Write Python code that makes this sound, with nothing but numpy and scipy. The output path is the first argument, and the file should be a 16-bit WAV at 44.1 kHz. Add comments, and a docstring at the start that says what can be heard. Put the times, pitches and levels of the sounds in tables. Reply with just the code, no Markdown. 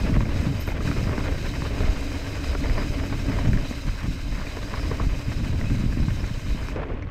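"""A mountain bike coasts down a rocky dirt trail, heard from the rider's helmet.
From the start, turbulent air buffets the microphone and hums in the helmet, grit crunches, the freewheel
sizzles and the brake rubs faintly. Jolts thump and rocks knock and rattle; the brake chirps at 0.6 s,
and loose stones first clatter near 1 s. Hard blows clank a metal part at 3.4 and 5 s, and the brake
chirps again at 5.6 s. Near 6.8 s the freewheel dies away and the tyres skid twice."""
import sys
import numpy as np
from scipy import signal
from scipy.fft import rfft, irfft, next_fast_len
from scipy.io import wavfile
from scipy.ndimage import uniform_filter1d, map_coordinates

SR = 44100
rng = np.random.default_rng(int(sys.argv[2]) if len(sys.argv) > 2 else 0)


def persist_wave(psi):
    """Save psi, clipped to +-1, as 16-bit WAV."""
    counts = np.round(np.clip(psi, -1, 1) * 32767).astype(np.int16)
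    wavfile.write(sys.argv[1], SR, np.atleast_2d(counts).T)


N = 313110
TIME = np.arange(N) / SR

# Strength of the airflow past the helmet: (time [s], relative level [dB])
AIRFLOW = [(0.0, 4.5), (0.4, 4.5), (0.67, -2), (1.0, 3), (1.5, -2), (2.2, -4.5), (2.7, -5), (3.4, 3),
           (3.8, -9.5), (4.55, -8.5), (4.9, 1.5), (5.22, -3), (5.45, 3.5), (6.08, 4), (6.35, -3.5),
           (7.1, -4)]
# Gusts and lulls: (centre time [s], duration [s], rumble gain [dB], buffet gain [dB])
GUSTS = [(0.164, 0.096, 8, 5), (0.48, 0.082, -20, 8.5), (0.63, 0.088, -3, -3), (0.89, 0.087, -3.5, 4),
         (1.857, 0.19, 14, 4), (2.494, 0.054, 17, 0), (2.718, 0.25, 12, 5), (3.526, 0.14, 11.5, 9.5),
         (3.886, 0.1, 12, 7), (4.086, 0.13, 6, 13.5), (4.326, 0.19, 8.5, 7.5), (5.126, 0.22, 7.5, 0.5),
         (5.227, 0.046, -7, -11), (5.746, 0.078, 0.5, 5), (6.01, 0.041, 7, 5.5), (6.512, 0.052, 11, 1.5),
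         (2.07, 0.05, 2, -10), (6.862, 0.027, -2, -8), (7.02, 0.038, -10, -11)]
# Spectra of the large eddies and of the small ones: (frequency [Hz], level [dB])
RUMBLE_SPECTRUM = [(4, -10), (15, 0), (35, 0.5), (70, -2.5), (110, -8), (200, -31), (500, -96)]
BUFFET_SPECTRUM = [(50, -14), (90, 2), (130, -1), (170, -5), (230, -5.5), (320, -12.5), (450, -34),
                   (800, -45.5), (2000, -70)]
# Hum of the helmet cavity: (time [s], level [dB])
HELMET_HUM = [(0, -39), (1.1, -42.5), (1.4, -40.5), (3.5, -36.5), (4.0, -49), (4.9, -42.5), (5.8, -45.5),
              (7.1, -45)]
# Load of the tyres on the ground: (time [s], relative level [dB])
TYRE_LOAD = [(0.0, 3), (0.32, 2.5), (0.7, 0.5), (1.2, 3.5), (1.44, 1.5), (1.82, 3), (2.04, 1), (2.8, 2),
             (3.5, 2.5), (3.72, -1.5), (4.2, -4.5), (4.55, -0.5), (4.9, 0.5), (5.3, -1), (6.3, -2),
             (6.8, -1), (7.1, -4)]
# Losses of contact as the wheels skip: (centre time [s], duration [s], gain [dB])
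WHEEL_SKIPS = [(0.123, 0.033, -2), (0.238, 0.02, -10), (0.652, 0.03, -10), (0.793, 0.018, -5),
               (0.956, .025, -3), (1.524, .04, -6), (2.58, .03, -9), (3.173, 0.033, -4.5),
               (3.53, 0.021, -11), (3.686, 0.018, -9), (6.743, 0.015, -5)]
# Spectrum of snapping grit: (frequency [Hz], level [dB])
CRUNCH_SPECTRUM = [(300, -5), (600, 7.5), (760, -1.5), (1030, 4), (1350, 0), (1550, 0), (1850, 0),
                   (2500, -2.5), (3300, -9.5), (5000, -24), (8000, -40), (12000, -73)]
# Modes of the frame with its tyres, and of the hub: (frequency [Hz], bandwidth [Hz], gain [dB])
FRAME_MODES = [(399, 152, 3.5), (482, 110, -19), (588, 67, -2), (638, 55, -13.5)]
HUB_MODES = [(1588, 106, 10.5), (2110, 135, 5), (2500, 120, 3), (3065, 110, 6), (3910, 340, 11.5),
             (4630, 210, 1.5), (5460, 95, 3.5), (6310, 510, -1)]
# Sizzle of the coasting hub: (time [s], level [dB])
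SIZZLE_LEVEL = [(0.0, -41), (0.26, -47.5), (0.38, -43), (0.7, -45.5), (0.79, -49.5), (0.86, -40.5),
                (1.2, -44), (1.45, -42.5), (2.75, -43), (3.42, -43.5), (4.3, -45.5), (4.85, -43.5),
                (5.4, -45), (6.705, -46), (6.785, -61.5), (7.1, -72)]
# Spectrum of that sizzle: (frequency [Hz], level [dB])
SIZZLE_SPECTRUM = [(1200, -6), (2100, 0.5), (2600, 4), (3350, -6), (4400, -6.5), (5600, -4.5), (7000, -8),
                   (7800, -6), (9000, -11.5), (10600, -18), (11400, -16.5), (12300, -11), (14000, -17),
                   (16000, -20)]
# Firmer contacts of pad and rotor: (centre time [s], duration [s], level [dB])
BRAKE_TOUCHES = [(2.48, 0.17, -59), (2.79, 0.15, -51), (4.82, 0.19, -59)]
# Jolts and gusts that thump the microphone: (time [s], level [dB], frequency [Hz])
THUMPS = [(0.128, -12, 109), (0.169, -11.5, 162), (0.47, -16, 142), (0.68, -16, 85), (0.852, -14.5, 111),
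          (0.9, -16, 115), (1.029, -15.5, 106), (1.069, -13.5, 133), (1.09, -26, 111), (1.318, -17, 90),
          (1.623, -19, 109), (1.805, -19, 120), (1.842, -20, 108), (2.899, -15.5, 95), (3.121, -19.5, 110),
          (3.284, -14.5, 114), (3.471, -15.5, 105), (3.488, -9, 99), (3.564, -14, 125), (3.71, -20.5, 276),
          (3.877, -18.5, 112), (4.083, -12.5, 85), (4.915, -19, 118), (5.067, -12, 80), (5.282, -18, 138),
          (5.838, -17, 210), (5.86, -13.5, 89), (5.972, -19, 238), (6.081, -14.5, 130), (6.312, -18, 109),
          (6.484, -24, 90)]
# Rocks under the wheels; firm ones snap, loose ones grind and rattle:
# (time [s], level [dB], ring frequency [Hz], looseness [dB], relative thud level [dB])
ROCKS = [(0.141, -23.5, 2040, -5, -16), (0.162, -26.5, 1010, 11, 1), (0.206, -19.5, 1200, -6, -7),
         (0.254, -28, 1530, 2, -4), (0.676, -21.5, 1500, 11, -10), (0.687, -24.5, 2130, -3, -1),
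         (0.718, -27, 1530, -3, -4), (0.778, -27.5, 1060, -1, -7), (0.806, -24, 1110, 5, -7),
         (0.875, -22.5, 1590, -1, -12), (0.914, -18, 1320, -11, -12), (0.963, -31, 950, 1, 5),
         (1.076, -28, 1065, -6, -11), (1.094, -23, 1090, -11, -6), (1.13, -26.5, 910, 3, 0),
         (1.179, -20.5, 910, -5, -6), (1.323, -31, 800, -2, 3), (1.455, -27, 1560, 2, -15),
         (1.538, -24, 2110, -3, -21), (1.62, -21.5, 1070, -16, -25), (1.655, -33, 1500, -6, -8),
         (1.805, -22, 830, -2, -4), (1.835, -25, 1650, -3, -17), (2.118, -24.5, 920, -4, -10),
         (2.55, -22, 1310, -3, -1.5), (2.639, -25, 2080, -3, -5), (2.657, -22, 1010, -14, -7),
         (2.697, -18.5, 2060, -11, -11), (2.778, -24, 1130, 4, -4), (3.125, -27.5, 980, 2, -2),
         (3.296, -27, 900, 2, -3), (3.389, -23.5, 2050, 3, -3.5), (3.532, -19, 1600, -4, -8),
         (3.574, -24, 1730, -5, -14), (3.709, -31, 1490, 4, 3.5), (3.726, -26, 1860, -11, -21),
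         (4.468, -25.5, 2460, -2, -10), (4.569, -26, 970, 0, -2), (4.738, -22.5, 970, 9, -12),
         (4.83, -29, 2070, -4, -3), (4.912, -26, 1080, 12, 1), (5.001, -25, 1290, 6, -0.5),
         (5.318, -24.5, 1800, -6, -7), (5.612, -26, 1980, -7, -8), (5.925, -25.5, 1690, -2.5, -21),
         (6.082, -27, 930, 8, -26), (6.241, -25.5, 2150, 0, -15), (6.628, -24.5, 2070, 2, -22),
         (6.685, -22, 1490, -4, -14), (6.761, -24.5, 970, 10, -3.5), (7.024, -29, 2220, -1.5, -8)]
# Spectrum of a knock on stone: (frequency [Hz], level [dB])
KNOCK_SPECTRUM = [(300, -0.5), (600, -10), (1000, 1.5), (2400, -0.5), (3200, -22), (6000, -14), (9000, -50),
                  (14000, -76)]
# Brake chirps: (time [s], frequency [Hz], bandwidth [Hz], level [dB], rise time [s], glide [Hz/s])
BRAKE_CHIRPS = [(.598, 13300, 650, -45.5, .01, 0), (.662, 13100, 650, -51, .012, 0),
                (5.638, 2410, 15, -45, .02, 3800)]
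# Patches of loose stones: (centre time [s], duration [s], level [dB])
LOOSE_PATCHES = [(0.982, 0.023, -38.5), (1.197, 0.02, -37), (1.26, 0.047, -36), (2.8, 0.087, -38.5),
                 (3.372, 0.027, -41), (3.888, 0.023, -40), (4.012, 0.093, -41.5), (4.392, 0.098, -41),
                 (4.774, 0.038, -40), (6.835, 0.0081, -34.5)]
# Hard blows on a metal part: (time [s], frequency [Hz], peak level [dB])
CLANKS = [(3.386, 1010, -24), (4.998, 1100, -22.5)]
# Slides in the loose dirt of a bend: (time [s], hold time [s], level [dB])
SKIDS = [(6.756, 0.065, -33), (6.891, 0.028, -39.5)]
# Spectrum of a sliding tyre: (frequency [Hz], level [dB])
SCRAPE_SPECTRUM = [(150, -18), (330, 10.5), (520, 10), (800, -1), (1050, -3), (2400, -11.5), (3500, -25),
                   (12000, -63)]

STONE_LOW_HZ, STONE_HIGH_HZ = 850, 2140


def from_db(db):
    """Amplitude grows tenfold for every 20 dB."""
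    return 10 ** (np.asarray(db) / 20)


def unit_rms(x):
    """Normalisation to unit mean power."""
    return x / np.sqrt(np.mean(x ** 2) + 1e-20)


def curve(rows, times=TIME):
    """Linear interpolation between (time, level) points."""
    return np.interp(times, *np.transpose(rows))


def drift(rate_hz):
    """Low-passed noise gives a slow random fluctuation of unit rms."""
    step, settle = 40, 2000
    pole = np.exp(-2 * np.pi * step * rate_hz / SR)
    noise = rng.standard_normal(N // step + settle + 2)
    slow = signal.lfilter([1], [1, -2 * pole, pole * pole], noise)[settle:]
    return np.interp(np.arange(N) / step, np.arange(len(slow)), unit_rms(slow))


def swell(centre_s, length_s):
    """A Gaussian envelope of height 1, its length taken at half height."""
    offset = (TIME - centre_s) / length_s
    return .5 ** ((2 * offset) ** 2) * (np.abs(offset) < 2)


def pulse(t, rise_s):
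    """A critically damped envelope rises to 1, then decays."""
    return t / rise_s * np.exp(1 - t / rise_s)


def colour(x, spectrum):
    """Minimum-phase filtering: folding the cepstrum makes the response causal."""
    size = 2 * next_fast_len(N // 2 + SR // 10)
    hz, db = np.transpose(spectrum)
    bin_hz = np.arange(size // 2 + 1) * SR / size
    gain = from_db(np.interp(np.log(bin_hz + 1), np.log(hz), db))
    cepstrum = irfft(np.log(gain))
    cepstrum[1:size // 2] *= 2
    cepstrum[size // 2 + 1:] = 0
    return irfft(rfft(x, size) * np.exp(rfft(cepstrum)))[:N]


def resonate(x, hz, width_hz):
    """A damped oscillator responds with unit gain at resonance."""
    r = np.exp(-np.pi * width_hz / SR)
    feedback = [1, -2 * r * np.cos(2 * np.pi * hz / SR), r * r]
    return signal.lfilter(np.array([1, 0, -1]) * (1 - r * r) / 2, feedback, x + 1e-18)


def narrow_noise(hz, width_hz):
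    """Two passes through a resonance confine noise to a narrow band."""
    once = resonate(rng.standard_normal(N), hz, width_hz)
    return unit_rms(resonate(once, hz, width_hz))


def grains(per_s, spread_db=1.5):
    """A Poisson train of impulses, many small and a few large."""
    sizes = from_db(spread_db * np.minimum(rng.exponential(1, N), 4)) * rng.choice([-1, 1], N)
    return unit_rms(sizes * (rng.random(N) < per_s / SR))


def steady(x, window_s):
    """Division by the running rms removes slow swells and keeps quick ones."""
    return x / np.sqrt(uniform_filter1d(x * x, int(window_s * SR)) + 1e-12)


def wander(x, share, rate_hz):
    """Random frequency modulation lets the pitch stray by a small share."""
    positions = np.arange(N) + np.cumsum(share * drift(rate_hz))
    return map_coordinates(x, [positions], order=3, mode="mirror")


def add(out, start_s, sound):
    """Superposition of a sound from a given moment."""
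    at = max(round(start_s * SR), 0)
    out[at:at + len(sound)] += sound[:N - at]


def wind(rumble_db=-27, buffet_db=-32, rumble_follows=.64, deep_hz=62):
    """Turbulence makes pressure fluctuate: large eddies rumble and small ones buffet."""
    flow_db = curve(AIRFLOW)
    deep_gust_db = sum(db * swell(s, length_s) for s, length_s, db, _ in GUSTS)
    buffet_gust_db = sum(db * swell(s, length_s) for s, length_s, _, db in GUSTS)
    eddies = steady(colour(rng.standard_normal(N), RUMBLE_SPECTRUM), .15)
    deep = signal.sosfiltfilt(signal.butter(2, deep_hz, fs=SR, output="sos"), eddies)
    gusting = eddies + deep * (from_db(deep_gust_db) - 1)
    rumble = gusting * from_db(rumble_follows * flow_db + rumble_db)
    lumps = rng.standard_normal(N) * from_db(3 * drift(40))
    buffets = steady(colour(lumps, BUFFET_SPECTRUM), .12)
    return rumble + buffets * from_db(flow_db + buffet_gust_db + buffet_db)


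def helmet_hum(hz=278.2, width_hz=39.4, throb_db=2):
    """Cavity resonance: the flow excites the hollow of the helmet."""
    hum = steady(narrow_noise(hz, width_hz), .2)
    return hum * from_db(curve(HELMET_HUM) + throb_db * drift(6.7))


def frame(force):
    """Forced vibration of the frame and tyre casings is a sum of low modes."""
    modes = sum(from_db(db) * resonate(force, hz, width) for hz, width, db in FRAME_MODES)
    return signal.sosfilt(signal.butter(4, 720, fs=SR, output="sos"), modes)


def tyres(crunch_db=-42.5, drum_db=-45, drum_follows=1.75, snaps_per_s=2500, clump_db=3.5):
    """Rolling noise: grit snaps in clumps and drums on the casing, less when the wheels skip."""
    ground_db = curve(TYRE_LOAD)
    load_db = ground_db + drift(21)
    contact = from_db(sum(db * swell(s, length_s) for s, length_s, db in WHEEL_SKIPS))
    snaps = grains(snaps_per_s * from_db(ground_db)) * from_db(clump_db * drift(23))
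    crunch = steady(colour(snaps, CRUNCH_SPECTRUM), .12) * from_db(crunch_db + load_db)
    vibration = wander(frame(grains(per_s=600)), share=.04, rate_hz=9.07)
    drumming = steady(vibration, .064) * from_db(drum_db + drum_follows * load_db)
    return contact * (crunch + drumming)


def freewheel(ticks_per_s=170, uneven_db=12, tick_db=-11, mode_flutter_db=2.5):
    """Impulses from the pawls, on a broadband wash of spraying dust, excite the modes of the hub."""
    tooth_rate = ticks_per_s * (1 + .12 * drift(2) + .45 * drift(140))
    impacts = np.diff(np.floor(np.cumsum(tooth_rate) / SR), prepend=0)
    ticks = unit_rms(impacts * from_db(uneven_db * rng.uniform(-1.1, 1, N)))
    drive = from_db(tick_db) * ticks + rng.standard_normal(N)
    hub = sum(from_db(db + mode_flutter_db * drift(13)) * resonate(drive, hz, width)
              for hz, width, db in HUB_MODES)
    sizzle = unit_rms(colour(drive + hub, SIZZLE_SPECTRUM))
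    return sizzle * from_db(curve(SIZZLE_LEVEL) + drift(18.5))


def brake_rub(rotor_hz=4990, width_hz=390, drag_db=-12.5, shimmer_db=3):
    """Pad friction excites a rotor resonance, lightly while coasting and harder at each touch."""
    drag = from_db(curve(SIZZLE_LEVEL) + drag_db)
    touches = sum(from_db(db) * swell(s, length_s) for s, length_s, db in BRAKE_TOUCHES)
    ring = wander(narrow_noise(rotor_hz, width_hz), share=.012, rate_hz=12)
    return ring * (drag + touches) * from_db(shimmer_db * drift(34))


def thumps(gain_db=2, rise_s=.0022):
    """A sudden push of air is a heavily damped transient: the pressure swings once or twice."""
    t, out = TIME[:SR // 10], np.zeros(N)
    for s, db, nominal_hz in THUMPS:
        hz = nominal_hz * np.exp(.058 * rng.standard_normal())
        add(out, s, from_db(db + gain_db) * np.sin(2 * np.pi * hz * t) * pulse(t, rise_s))
    return out


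def small_stones(per_s=4, level_db=-35.5, loose_db=-6, weight_db=-6, count=120):
    """Stones arrive as a Poisson process and strike harder under load; rows are as in ROCKS."""
    wait, size, pitch = rng.random((count, 3)).T
    times = np.cumsum(-np.log(1 - wait)) / per_s
    db = level_db + (2 * size - 1) + curve(TYRE_LOAD, times)
    hz = STONE_LOW_HZ * (STONE_HIGH_HZ / STONE_LOW_HZ) ** pitch
    return [(*row, loose_db, weight_db) for row in zip(times, db, hz) if row[0] < TIME[-1]]


def casing(force, nominal_hz=580, width_hz=59):
    """Free vibration of the squashed tyre lasts a few cycles, its pitch varying from blow to blow."""
    hz = nominal_hz * np.exp(.16 * rng.standard_normal())
    return signal.sosfilt(signal.butter(2, 2 * hz, fs=SR, output="sos"), resonate(force, hz, width_hz))


def rocks(squeeze_s=.0037, grind_s=.0042, rattle_s=.011, ring_width_hz=260, overtone_ratio=1.64):
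    """Impact excitation: grit is squeezed, then a snap rings and rattles over a thud of tyre and frame."""
    t, lead = TIME[:SR // 8], SR // 50
    clacks, thuds = np.zeros(N), np.zeros(N)
    level_band = signal.butter(2, [700, 2800], "band", fs=SR, output="sos")
    snap = from_db(17.5) * signal.unit_impulse(len(t), SR // 2000)  # the hard stop follows first touch
    for s, db, hz, loose_db, weight_db in ROCKS + small_stones():
        looseness = from_db(loose_db / 2)  # enters grind and rattle twice, the squeeze once
        grit, chain, bounce, sand = looseness * rng.standard_normal((4, len(t)))
        squeeze = from_db(-5) * sand[:lead] * np.exp((t[:lead] - t[lead]) / squeeze_s)
        grind = looseness * grit * np.exp(-t / grind_s)
        rattle = from_db(-6) * chain * bounce * np.exp(-t / rattle_s)
        hit = snap + grind + rattle
        ring = from_db(8) * resonate(hit, hz, ring_width_hz)
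        overtone = from_db(-1) * resonate(hit, hz * overtone_ratio, ring_width_hz)
        clack = hit + ring + overtone
        strength = from_db(db) / np.abs(signal.sosfilt(level_band, clack)).max()
        add(clacks, s - t[lead], strength * np.concatenate([squeeze, clack]))
        thud = casing(snap) + from_db(-5) * frame(hit)
        add(thuds, s, thud * from_db(db + weight_db + 2) / np.abs(thud).max())
    return colour(clacks, KNOCK_SPECTRUM) + thuds


def brake_chirps():
    """Friction-induced vibration of the brake comes in thin, rough, narrow-band bursts."""
    t, out = TIME[:SR // 5], np.zeros(N)
    for s, hz, width_hz, db, rise_s, glide in BRAKE_CHIRPS:
        squeak = steady(narrow_noise(hz, width_hz), rise_s)[:len(t)]
        gliding = signal.hilbert(squeak) * np.exp(1j * np.pi * glide * t * t)
        add(out, s, from_db(db) * gliding.real * pulse(t, rise_s))
    return out


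def clatter(hits_per_s=900, ring_db=-2, ring_width_hz=250, count=6):
    """Loose stones collide in quick crowds, each ringing briefly at its natural frequency."""
    hits = grains(hits_per_s, spread_db=1)
    struck = rng.integers(0, count, N)
    pitches = np.geomspace(STONE_LOW_HZ, STONE_HIGH_HZ, count)
    rings = sum(resonate(hits * (struck == k), hz, ring_width_hz) for k, hz in enumerate(pitches))
    crunch = unit_rms(colour(hits, CRUNCH_SPECTRUM))
    knocks = from_db(ring_db) * unit_rms(colour(rings, KNOCK_SPECTRUM))
    patches = sum(from_db(db) * swell(s, length_s) for s, length_s, db in LOOSE_PATCHES)
    return steady(crunch + knocks, .022) * patches


def clanks(rise_s=.0019):
    """A struck metal part vibrates in one strongly damped mode."""
    t, out = TIME[:SR // 10], np.zeros(N)
    for s, hz, db in CLANKS:
        add(out, s, from_db(db) * np.sin(2 * np.pi * hz * t) * pulse(t, rise_s))
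    return out


def skids(attack_s=.003, release_s=.06):
    """Sliding friction on dirt makes a low scrape that bites, holds and decays as the tyre grips."""
    scrape = unit_rms(colour(grains(per_s=1600), SCRAPE_SPECTRUM))
    envelope = np.zeros(N)
    for s, hold_s, db in SKIDS:
        bite = np.clip((TIME - s) / attack_s, 0, 1)
        decay = np.exp(-np.maximum(TIME - s - hold_s, 0) / release_s)
        envelope += from_db(db) * bite * decay
    return scrape * envelope


def scene():
    """Close sources in a free field superpose without reverberation."""
    continuous = wind() + helmet_hum() + tyres() + freewheel() + brake_rub()
    transients = thumps() + rocks() + brake_chirps() + clatter() + clanks() + skids()
    return (continuous + transients)[None]


def record(dry, low_hz=14, high_hz=15600, ceiling=.4):
    """The microphone has a limited bandwidth, and soft saturation rounds the largest swings."""
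    x = signal.sosfilt(signal.butter(2, low_hz, "high", fs=SR, output="sos"), dry)
    x = x / (1 + (x / ceiling) ** 4) ** .25
    return signal.sosfilt(signal.ellip(12, .1, 90, high_hz, fs=SR, output="sos"), x)


dry = scene()
out = record(dry)
persist_wave(out)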